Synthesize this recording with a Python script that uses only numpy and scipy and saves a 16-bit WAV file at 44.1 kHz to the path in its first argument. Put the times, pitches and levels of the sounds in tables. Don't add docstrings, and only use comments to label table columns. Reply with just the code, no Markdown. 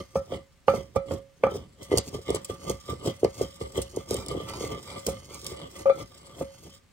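import sys
import numpy as np
from scipy import signal
from scipy.fft import rfft, irfft, next_fast_len
from scipy.io import wavfile
from scipy.ndimage import uniform_filter1d

SR = 44100
rng = np.random.default_rng(int(sys.argv[2]) if len(sys.argv) > 2 else 0)


def master_out(mix):
    frames = np.transpose(np.atleast_2d(mix))
    ceiling = np.clip(frames, -1, 1)
    pcm = np.round(ceiling * 32767).astype(np.int16)
    wavfile.write(sys.argv[1], SR, pcm)


N = 305172
TIME = np.arange(N) / SR
RING_TIME = TIME[:SR // 2]
PADDED = next_fast_len(N + SR, real=True)


def amp(db):
    return 10 ** (np.asarray(db) / 20)


def unit(x):
    return x / np.sqrt(np.mean(x ** 2) + 1e-20)


def read(points, hz):
    f, value = np.transpose(points)
    return np.interp(np.log(hz + 1), np.log(f + 1), value)


def add(mix, s, sound):
    part = mix[max(round(s * SR), 0):][:len(sound)]
    part += sound[:len(part)]


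def pulse(tone, size=4096):
    log_gain = np.log(amp(read(tone, abs(np.fft.fftfreq(size, 1 / SR)))))
    wave = np.fft.ifft(np.exp(np.conj(signal.hilbert(log_gain)))).real
    return wave / abs(wave).max()


def through(x, response):
    return signal.oaconvolve(x, response)[:N]


def colour(x, tone):
    gain = amp(read(tone, np.fft.rfftfreq(PADDED, 1 / SR)))
    return irfft(rfft(x, PADDED) * gain, PADDED)[..., :N]


def grains(per_s, spread_db, size=N):
    sizes = amp(spread_db * np.minimum(rng.exponential(1, size), 4))
    heights = sizes * rng.choice([-1, 1], size)
    return heights * (rng.random(size) < per_s / SR)


def wander(points):
    return unit(np.interp(TIME, np.linspace(0, TIME[-1], points), rng.standard_normal(points)))


def resonate(x, hz, width):
    turn = np.exp(2j * np.pi * np.cumsum(hz) / SR)
    r = np.exp(-np.pi * width / SR)
    return 2 * (turn * signal.lfilter([1 - r], [1, -r], x / turn)).real


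# pitch_hz, level_db
YARD_AIR_TONE = [(20, -13.5), (60, 0.5), (150, -4), (300, -14), (700, -21.5), (2000, -20), (5000, -26),
                 (16000, -31.5)]


def air(air_db=-63, apart=0.99):
    noise = rng.standard_normal((3, N))
    return amp(air_db) * unit(colour(noise[:2] * apart + noise[2], YARD_AIR_TONE))


# peak_s, swell_s, fade_s, weight_db, grit_db (scrape), wet_db (crackle)
PRESSES = [(0.01, 0.12, 0.01, -39, -53, -41.5), (0.157, 0.006, 0.021, -33.5, -48, -41),
           (0.336, 0.029, 0.028, -36, -42, -46.5), (0.681, 0.0045, 0.065, -34.5, -49, -41.5),
           (0.758, 0.014, 0.035, -39.5, -44, -44.5), (0.962, 0.0052, 0.01, -26.5, -37, -43),
           (1.121, 0.027, 0.029, -33, -44.5, -42), (1.438, 0.0078, 0.084, -37.5, -45.5, -73),
           (1.558, 0.046, 0.032, -36.5, -50, -47), (1.821, 0.018, 0.011, -42.5, -51.5, -54),
           (1.927, 0.023, 0.034, -41, -38, -41), (1.985, 0.026, 0.009, -25, -42, -37),
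           (2.081, 0.024, 0.01, -42, -64, -38), (2.14, 0.015, 0.026, -35, -45, -42),
           (2.296, 0.015, 0.049, -33.5, -38, -49), (2.364, 0.034, 0.0067, -34.5, -34.5, -49),
           (2.497, 0.0038, 0.028, -37.5, -38.5, -38.5), (2.699, 0.037, 0.022, -32.5, -39.5, -35.5),
           (2.903, 0.016, 0.029, -36, -44.5, -44.5), (3.078, 0.031, 0.019, -29, -33.5, -34.5),
           (3.244, 0.0098, 0.02, -31.5, -49, -62), (3.415, 0.026, 0.026, -33.5, -40.5, -35),
           (3.614, 0.0076, 0.039, -38.5, -42, -43.5), (3.779, 0.021, 0.024, -31, -40.5, -41.5),
           (3.974, 0.023, 0.018, -35, -43.5, -65), (4.118, 0.022, 0.07, -33.5, -42.5, -34.5),
           (4.313, 0.037, 0.085, -35, -40, -46.5), (4.41, 0.044, 0.059, -53, -51, -68),
           (4.496, 0.049, 0.071, -50, -45.5, -46.5), (4.634, 0.1, 0.046, -38.5, -41, -35),
           (4.726, 0.11, 0.054, -39, -41.5, -77), (4.891, 0.019, 0.087, -65, -46, -50),
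           (4.977, 0.052, 0.012, -42.5, -44, -59), (5.073, 0.0059, 0.04, -33, -43, -38),
           (5.35, 0.079, 0.018, -49, -56.5, -44.5), (5.522, 0.1, 0.031, -43.5, -47.5, -42.5),
           (5.637, 0.093, 0.038, -44, -44, -73), (5.806, 0.062, 0.034, -46, -49.5, -41.5),
           (6.025, 0.074, 0.013, -40, -48, -47.5), (6.301, 0.15, 0.19, -55, -55, -72.5),
           (6.425, 0.029, 0.0085, -34, -45.5, -42), (6.669, 0.031, 0.012, -46.5, -69, -79)]
# time_s, level_db (before each layer's offset)
DRAG_LEVEL = [(0.0, -65), (0.55, -80), (1.75, -76), (2.1, -63), (3.0, -62.5), (3.19, -61.5), (3.55, -61.5),
              (4.05, -61), (4.45, -97), (4.9, -54), (5.7, -69), (6.15, -63.5), (6.45, -64), (6.77, -63),
              (6.81, -81)]
DRAG_WEIGHT_DB, DRAG_GRIT_DB, DRAG_WET_DB, DRAG_GROUND_DB = -9.5, 0.5, 9, 4.5


def pressing(column, drag_db, lag_s=0, linger=1):
    power = amp(np.interp(TIME, *np.transpose(DRAG_LEVEL)) + drag_db) ** 2
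    choice = ["weight", "grit", "wet"].index(column)
    for s, swell_s, fade_s, *levels_db in PRESSES:
        t = TIME - s - lag_s
        away = np.maximum(t / (fade_s * linger), -t / swell_s)
        near = away < 10
        power[near] += (amp(levels_db[choice]) * np.exp(-away[near])) ** 2
    return np.sqrt(power)


# pitch_hz, level_db
CUSHIONED_TONE = [(40, -45), (120, -21), (230, -4), (340, 2), (480, -3), (600, -5.5), (800, -14.5),
                  (1100, -13.5), (1600, -41.5), (4000, -38)]
# pitch_hz, level_db
GROUND_PUSH_TONE = [(20, -43), (45, -22.5), (65, -2.5), (110, -3.5), (190, -6), (320, -20.5), (1000, -62.5)]
# pitch_hz, width_hz, level_db
SLIDING_MODES = [(550.3, 17, 27.5), (1186.5, 29.6, 20.5), (2033, 60, 17), (2105, 46, 13.5), (3105, 160, 16),
                 (3356, 40, 8), (4500, 150, -5.5)]
SCRAPE_DRIFT = 0.0029
GROUND_LAG_S, GROUND_LINGER = 0.0029, 1.37


def grinding(scrape_db=0, lumps_db=-3.0, ground_db=-2):
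    body, ground = pulse(CUSHIONED_TONE), pulse(GROUND_PUSH_TONE)
    body, ground = body / np.linalg.norm(body), ground / np.linalg.norm(ground)
    spurts = unit(grains(900, 4.2) * amp(3.2 * wander(300)))
    slips = spurts * pressing("grit", DRAG_GRIT_DB)

    grit = np.zeros(N)
    for hz, width_hz, db in SLIDING_MODES:
        stirred = slips * amp(2 * wander(60))
        path_hz = hz * (1 + SCRAPE_DRIFT * wander(120))
        grit += amp(db) * resonate(stirred, path_hz, width_hz)

    lumps = unit(grains(350, 2)) * pressing("weight", DRAG_WEIGHT_DB)
    bumps = through(lumps, body)
    load = unit(grains(1000, 1.0)) * pressing("weight", DRAG_GROUND_DB, GROUND_LAG_S, GROUND_LINGER)
    sway = through(load, ground)
    return amp(scrape_db) * grit + amp(lumps_db) * bumps + amp(ground_db) * sway


# pitch_hz, level_db
SKIN_AND_GRIT_TONE = [(300, -24), (900, 6), (1600, -2), (5000, -6.5), (9000, -11)]


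def grit_ticks(tick_db=-7, per_s=110):
    ticks = unit(colour(grains(per_s, 4), SKIN_AND_GRIT_TONE))
    return amp(tick_db) * ticks * pressing("grit", DRAG_GRIT_DB)


# pitch_hz, level_db
WET_PASTE_TONE = [(300, -35), (1500, -0.5), (3000, -0.5), (5000, 9), (7000, 6), (9000, 4), (12000, 3.5),
                  (16000, -1.5)]


def paste(crackle_db=-1, pops_per_s=3500):
    pops = grains(pops_per_s, 3.6) * amp(3 * wander(700))
    return amp(crackle_db) * unit(colour(pops, WET_PASTE_TONE)) * pressing("wet", DRAG_WET_DB)


# pitch_hz, level_db, t60_s (the second row is the main note)
BOWL_MODES = [(209.8, -11, 0.12), (546.2, -0.5, 0.39), (542, -11.5, 0.018), (807, 9, 0.021),
              (956, -26, 0.13), (1180, -11, 0.061), (1209, -2, 0.074), (1314, -13.5, 0.18),
              (1750, -36, 0.09), (2030, -32, 0.041), (2170, -20.5, 0.039), (2360, -15.5, 0.06),
              (3490, -29.5, 0.084), (4020, -39.5, 0.23), (4560, -37, 0.11)]


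def bowl(hardness_db=0, detune=0.0044):
    t, main_hz = RING_TIME, BOWL_MODES[1][0]
    shifts = 1 + detune * rng.standard_normal(len(BOWL_MODES))
    ring = np.zeros(len(t))
    for (hz, db, t60), shift in zip(BOWL_MODES, shifts):
        mode_hz = hz * shift if hz > 2 * main_hz else hz
        level_db = db + hardness_db * np.log2(hz / main_hz)
        ring += amp(level_db - 60 * t / t60) * np.sin(2 * np.pi * mode_hz * t)
    return ring


def thud(hz=450, swell_s=0.000894, sag=0.036):
    u = RING_TIME / swell_s
    turns = np.cumsum(hz * np.exp(-sag * (u - 4))) / SR
    wave = u ** 3 * np.exp(-u) * np.sin(2 * np.pi * turns)
    return wave / abs(wave).max()


def chatter(fade_s, per_s=500):
    contacts = grains(per_s, 0.71, size=len(RING_TIME)) * np.exp(-RING_TIME / fade_s)
    upper = signal.butter(4, 900, "high", fs=SR, output="sos")
    return signal.sosfilt(upper, through(contacts, bowl())[:len(RING_TIME)])


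# start_s, level_db, hardness_db (per octave), free_s (until the leaning pestle
# damps the ring), damped_t60_s (of the added damping), thud_db and crack_db (against the ring)
BARE_BLOWS = [(0.1555, -19.5, -3, 0.06, 0.097, 3.5, -39), (.321, -38, 2, .3, 0.27, 15.5, -17),
              (.681, -12.5, 2, 0.038, 0.18, -0.5, -6), (.737, -24.5, -7.5, 0.074, 0.44, 5.5, -26),
              (.961, -21.5, 1, 0.45, .24, 6, -21), (1.109, -28, -8, 0.39, .24, 4, -6.5),
              (1.436, -15.5, -1, 0.002, 0.64, 6.5, -2), (1.466, -19, -1.5, 0.026, 0.074, -8, -20),
              (2.699, -32, -7, 0.072, 0.33, -8, -21), (5.084, -27.5, -5, 0.051, 0.24, 7.5, -31),
              (5.857, -25, 2.5, 0.025, 0.1, -13, -16), (5.8965, -23.5, 5, 0.03, 0.3, 9, -14),
              (6.410, -30, -5.5, 0.33, .24, 9, -28)]
# pitch_hz, level_db
SHAFT_TONE = [(500, -32.5), (1100, 6), (1600, 4.5), (2500, -1.5), (3400, -14.5), (4200, -22), (9000, -41.5),
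              (16000, -28.5)]


def knocks(rise_s=0.0029, thud_hz=540, clack_db=-14, clack_s=0.0014, tick_db=-21, crack_s=0.0028,
           rattle_db=-7, rattle_s=0.0042, chatter_db=-23, chatter_s=0.012):
    out, t = np.zeros(N), RING_TIME
    wood = signal.butter(2, [550, 1900], "band", fs=SR)
    shaft = pulse(SHAFT_TONE)
    for s, db, hardness_db, free_s, damped_t60, thud_db, crack_db in BARE_BLOWS:
        damping = amp(-60 * np.maximum(t - free_s, 0) / damped_t60)
        ring = bowl(hardness_db) * (1 - np.exp(-t / rise_s)) * damping
        woody = unit(signal.lfilter(*wood, rng.standard_normal(len(t))))
        clack = woody * (np.exp(-t / clack_s) + amp(rattle_db) * np.exp(-t / rattle_s))
        tick = unit(signal.lfilter([1], [1, -.4], rng.standard_normal(len(t)))) * np.exp(-t / .002)
        crack = unit(through(rng.standard_normal(len(t)), shaft)[:len(t)]) * np.exp(-t / crack_s)
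        contact = amp(hardness_db) * (amp(clack_db) * clack + amp(tick_db) * tick)
        contact += amp(crack_db) * crack
        shaking = amp(chatter_db) * chatter(chatter_s)
        add(out, s, amp(db) * (ring + contact + shaking + amp(thud_db) * thud(thud_hz)))
    return out


# start_s, level_db (before the gain of each part)
CUSHIONED_BLOWS = [(.343, -37.5), (.745, -35), (0.774, -32), (.806, -34.5), (1.14, -31.5), (1.517, -29.5),
                   (1.545, -28.5), (1.555, -24.5), (1.916, -20.5), (1.928, -17.5), (1.938, -14),
                   (1.974, -22.5), (1.987, -22), (2.145, -27), (2.189, -32.5), (2.288, -21), (2.303, -17.5),
                   (2.345, -22), (2.359, -26.5), (2.497, -24), (2.700, -22), (2.888, -28), (2.931, -31),
                   (3.06, -22.5), (3.072, -21), (3.086, -30), (3.231, -14), (3.2467, -10.5), (3.411, -14.5),
                   (3.612, -27), (3.777, -18.5), (3.788, -22), (3.971, -20.5), (4.11, -19.5), (4.146, -23),
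                   (4.311, -27), (4.323, -25), (4.348, -26), (4.373, -28.5), (4.402, -32), (4.608, -29.5),
                   (4.639, -24.5), (4.716, -32.5), (4.776, -36.5), (4.925, -44), (4.977, -51), (5.066, -28),
                   (5.309, -44), (5.431, -46), (5.471, -47), (5.518, -36.5)]


def thuds(blow_db=2, thud_hz=430, ring_db=-21, ring_tilt_db=-1, ring_rise_s=0.024,
          ground_db=-17, ground_lag_s=0.0039, crunch_db=-18, crunch_s=0.0041):
    out, t = np.zeros(N), RING_TIME
    ring = bowl(ring_tilt_db) * (1 - np.exp(-t / ring_rise_s))
    blow, body, ground = thud(thud_hz), pulse(CUSHIONED_TONE), pulse(GROUND_PUSH_TONE)
    for s, db in CUSHIONED_BLOWS:
        crunch = grains(680, 5.43, size=len(t)) * np.exp(-t / crunch_s)
        add(out, s, amp(db) * (amp(blow_db) * blow + amp(ring_db) * ring))
        add(out, s, amp(db + crunch_db) * through(crunch, body))
        add(out, s + ground_lag_s, amp(db + ground_db) * ground)
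    return out


# start_s, level_db (before doubling), fade_s
JUICE_SQUIRTS = [(1.511, -48, .003), (1.828, -44, 0.018), (1.974, -17.5, 0.0022), (1.982, -15, 0.0024),
                 (2.303, -33, 0.0033), (2.347, -26.5, 0.0036), (2.356, -34, 0.0047), (2.446, -36, 0.0067),
                 (2.696, -29, 0.0029), (3.2435, -30, 0.00072), (3.772, -36, 0.0063), (3.817, -32.5, 0.0073),
                 (3.961, -40.5, 0.0058), (4.108, -21, 0.0011), (4.115, -39, 0.0052), (4.143, -25, 0.0013),
                 (4.165, -34, 0.0036), (4.262, -34, 0.0013), (4.283, -31.5, 0.0041), (4.497, -40, 0.0013),
                 (4.586, -54, .002), (4.935, -49, 0.0016), (5.065, -19.5, 0.0025), (5.088, -36.5, 0.013),
                 (5.344, -34.5, 0.0023), (5.415, -39, 0.0018), (5.445, -39, 0.0022), (5.465, -31.5, 0.0045),
                 (5.79, -39, 0.0017)]


def squirts(gain_db=0, centre_hz=7000, octaves=0.74, pops_per_s=7000, spread_db=3,
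            rise_s=0.000054, size=4096):
    out, t, hz = np.zeros(N), TIME[:size], np.fft.rfftfreq(size, 1 / SR)
    band = 1 / (1 + (np.log2((hz + 1) / centre_hz) / octaves) ** 4) ** .5
    for s, db, fade_s in JUICE_SQUIRTS:
        fizz = unit(irfft(rfft(grains(pops_per_s, spread_db, size=size)) * band))
        envelope = np.exp(-t / fade_s) * (1 - np.exp(-t / rise_s))
        add(out, s, 2 * amp(db + gain_db) * fizz * envelope)
    return out


# start_s, level_db, pitch_hz (band centre), fade_s
CLOVE_SNAP = (3.2464, -17.5, 3800, .001)


def snap(width_hz=1500):
    s, db, hz, fade_s = CLOVE_SNAP
    out, t = np.zeros(N), RING_TIME
    burst = unit(resonate(rng.standard_normal(len(t)), np.full(len(t), hz), width_hz))
    add(out, s, amp(db) * burst * np.exp(-t / fade_s))
    return out


# start_s, length_s, level_db
SIDE_RIDES = [(4.17, 0.061, -47.5), (4.471, 0.12, -42), (4.6, .07, -55), (4.863, 0.12, -46.5),
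              (5.294, 0.092, -50.5), (5.968, 0.039, -44.5)]
# pitch_hz, width_hz, level_db
SIDE_MODES = [(1005, 150, -2), (1324, 32, 3), (2340, 40, 0), (3850, 120, -5.5), (4790, 120, -2)]


def wall_scrapes(catches_per_s=600, spread_db=4):
    push = np.zeros(N)
    for s, length_s, db in SIDE_RIDES:
        arch = np.sin(np.pi * np.clip((TIME - s) / length_s, 0, 1))
        push += amp(db) * np.sqrt(np.maximum(arch, 0))
    catches = unit(grains(catches_per_s, spread_db)) * push
    wall = np.zeros(len(RING_TIME))
    for hz, width_hz, db in SIDE_MODES:
        decay = np.exp(-np.pi * width_hz * RING_TIME)
        wall += amp(db) * width_hz * decay * np.sin(2 * np.pi * hz * RING_TIME)
    return through(catches, wall / np.linalg.norm(wall))


# start_s, length_s, pitch_hz, level_db
SINGING_SKID = (5.8563, .052, 547, -12.3)


def skid(rise_s=.003, t60=.08, slips_db=-31, jitter=.008):
    s, length_s, hz, db = SINGING_SKID
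    out, t = np.zeros(N), RING_TIME
    unsteady = unit(uniform_filter1d(rng.standard_normal(len(t)), 200))
    turns = np.cumsum(hz * (1 + jitter * unsteady)) / SR
    envelope = (1 - np.exp(-t / rise_s)) * amp(-60 * np.maximum(t - length_s, 0) / t60)
    note = np.sin(2 * np.pi * turns) * envelope
    slips = np.diff(np.floor(turns), prepend=0) * (t < length_s) * rng.standard_normal(len(t))
    slips = signal.sosfilt(signal.butter(2, [900, 3600], "band", fs=SR, output="sos"), slips)
    add(out, s, amp(db) * note)
    add(out, s, amp(db + slips_db) * through(slips, bowl(1)))
    return out


# start_s, balance_db (left minus right), lead_s (by which the left port leads)
PORT_VIEWS = [(0, -2.5, -.00005), (.6, -6, -.00007), (1.35, -2, -.00005), (1.795, -1.8, .00013),
              (5.85, 1.8, -.00024), (6.1, -.5, .0001)]


def ports(x):
    hz, side, out = np.fft.rfftfreq(PADDED, 1 / SR), np.array([[.5], [-.5]]), 0
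    position = np.searchsorted([row[0] for row in PORT_VIEWS[1:]], TIME)
    for k, (_, balance_db, lead_s) in enumerate(PORT_VIEWS):
        spectrum = rfft(x * (position == k), PADDED)
        out = out + spectrum * amp(side * balance_db) * np.exp(2j * np.pi * hz * side * lead_s)
    return irfft(out, PADDED)[:, :N]


# pitch_hz, level_db
SCATTER_TONE = [(250, -26), (600, -37.5), (1200, -15), (2500, -0.5), (4000, -3), (8000, -1.5),
                (16000, -0.5)]


def scatter(x, fade_s=0.0016, count=5):
    place = np.arange(N) / SR / .13
    t, out = RING_TIME[:SR // 40], 0
    for k in range(count):
        share = np.cos(np.pi / 2 * np.minimum(abs((place - k) % count - 1), 1))
        paths = rng.standard_normal((2, len(t))) * np.exp(-t / fade_s)
        out = out + np.array([through(x * share, h / np.linalg.norm(h)) for h in paths])
    return colour(out, SCATTER_TONE)


# pitch_hz, t60_s
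YARD_DECAY = [(200, 0.037), (2000, 0.26), (16000, 0.0065)]
# pitch_hz, level_db
YARD_TONE = [(500, -9.5), (2000, -14.5), (14000, -16)]


def yard(x):
    taps = np.array([grains(3000, 1, size=SR // 2) for _ in range(2)]) * (RING_TIME > .002)
    hz, t, z = signal.stft(taps, SR, nperseg=256)
    decay = amp(-60 * t / read(YARD_DECAY, hz)[:, None])
    tails = signal.istft(z * decay, SR, nperseg=256)[1]
    return colour(np.array([through(x, h / np.linalg.norm(h)) for h in tails]), YARD_TONE)


# pitch_hz, level_db
DIRECT_TONE = [(500, -0.5), (1200, -1), (2500, -13), (5000, -11.5), (16000, -13)]
# pitch_hz, level_db
FLEX_TONE = [(60, -32), (250, -13), (600, -3.5), (1400, -8.5), (4000, -26), (16000, -18)]


def scene():
    blows = knocks() + skid() + thuds() + snap() + squirts()
    rubbing = grinding() + wall_scrapes() + grit_ticks() + paste()
    mortar = blows + rubbing
    flex = colour(grinding(), FLEX_TONE)
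    direct = ports(colour(mortar, DIRECT_TONE))
    return direct + np.array([flex, -flex]) + scatter(mortar) + yard(mortar) + air()


# pitch_hz, level_db
MICROPHONE_TONE = [(20, 2.5), (9000, 0.5), (10300, -7.5), (11500, -1), (12800, -10), (14000, -15),
                   (15400, 2), (17000, -25.5)]
EDGE_HZ = 16500


def record(dry):
    edge = signal.firwin(511, EDGE_HZ, window=("kaiser", 9), fs=SR)
    return signal.oaconvolve(colour(dry, MICROPHONE_TONE), edge[None], "same")


dry = scene()
out = record(dry)
master_out(out)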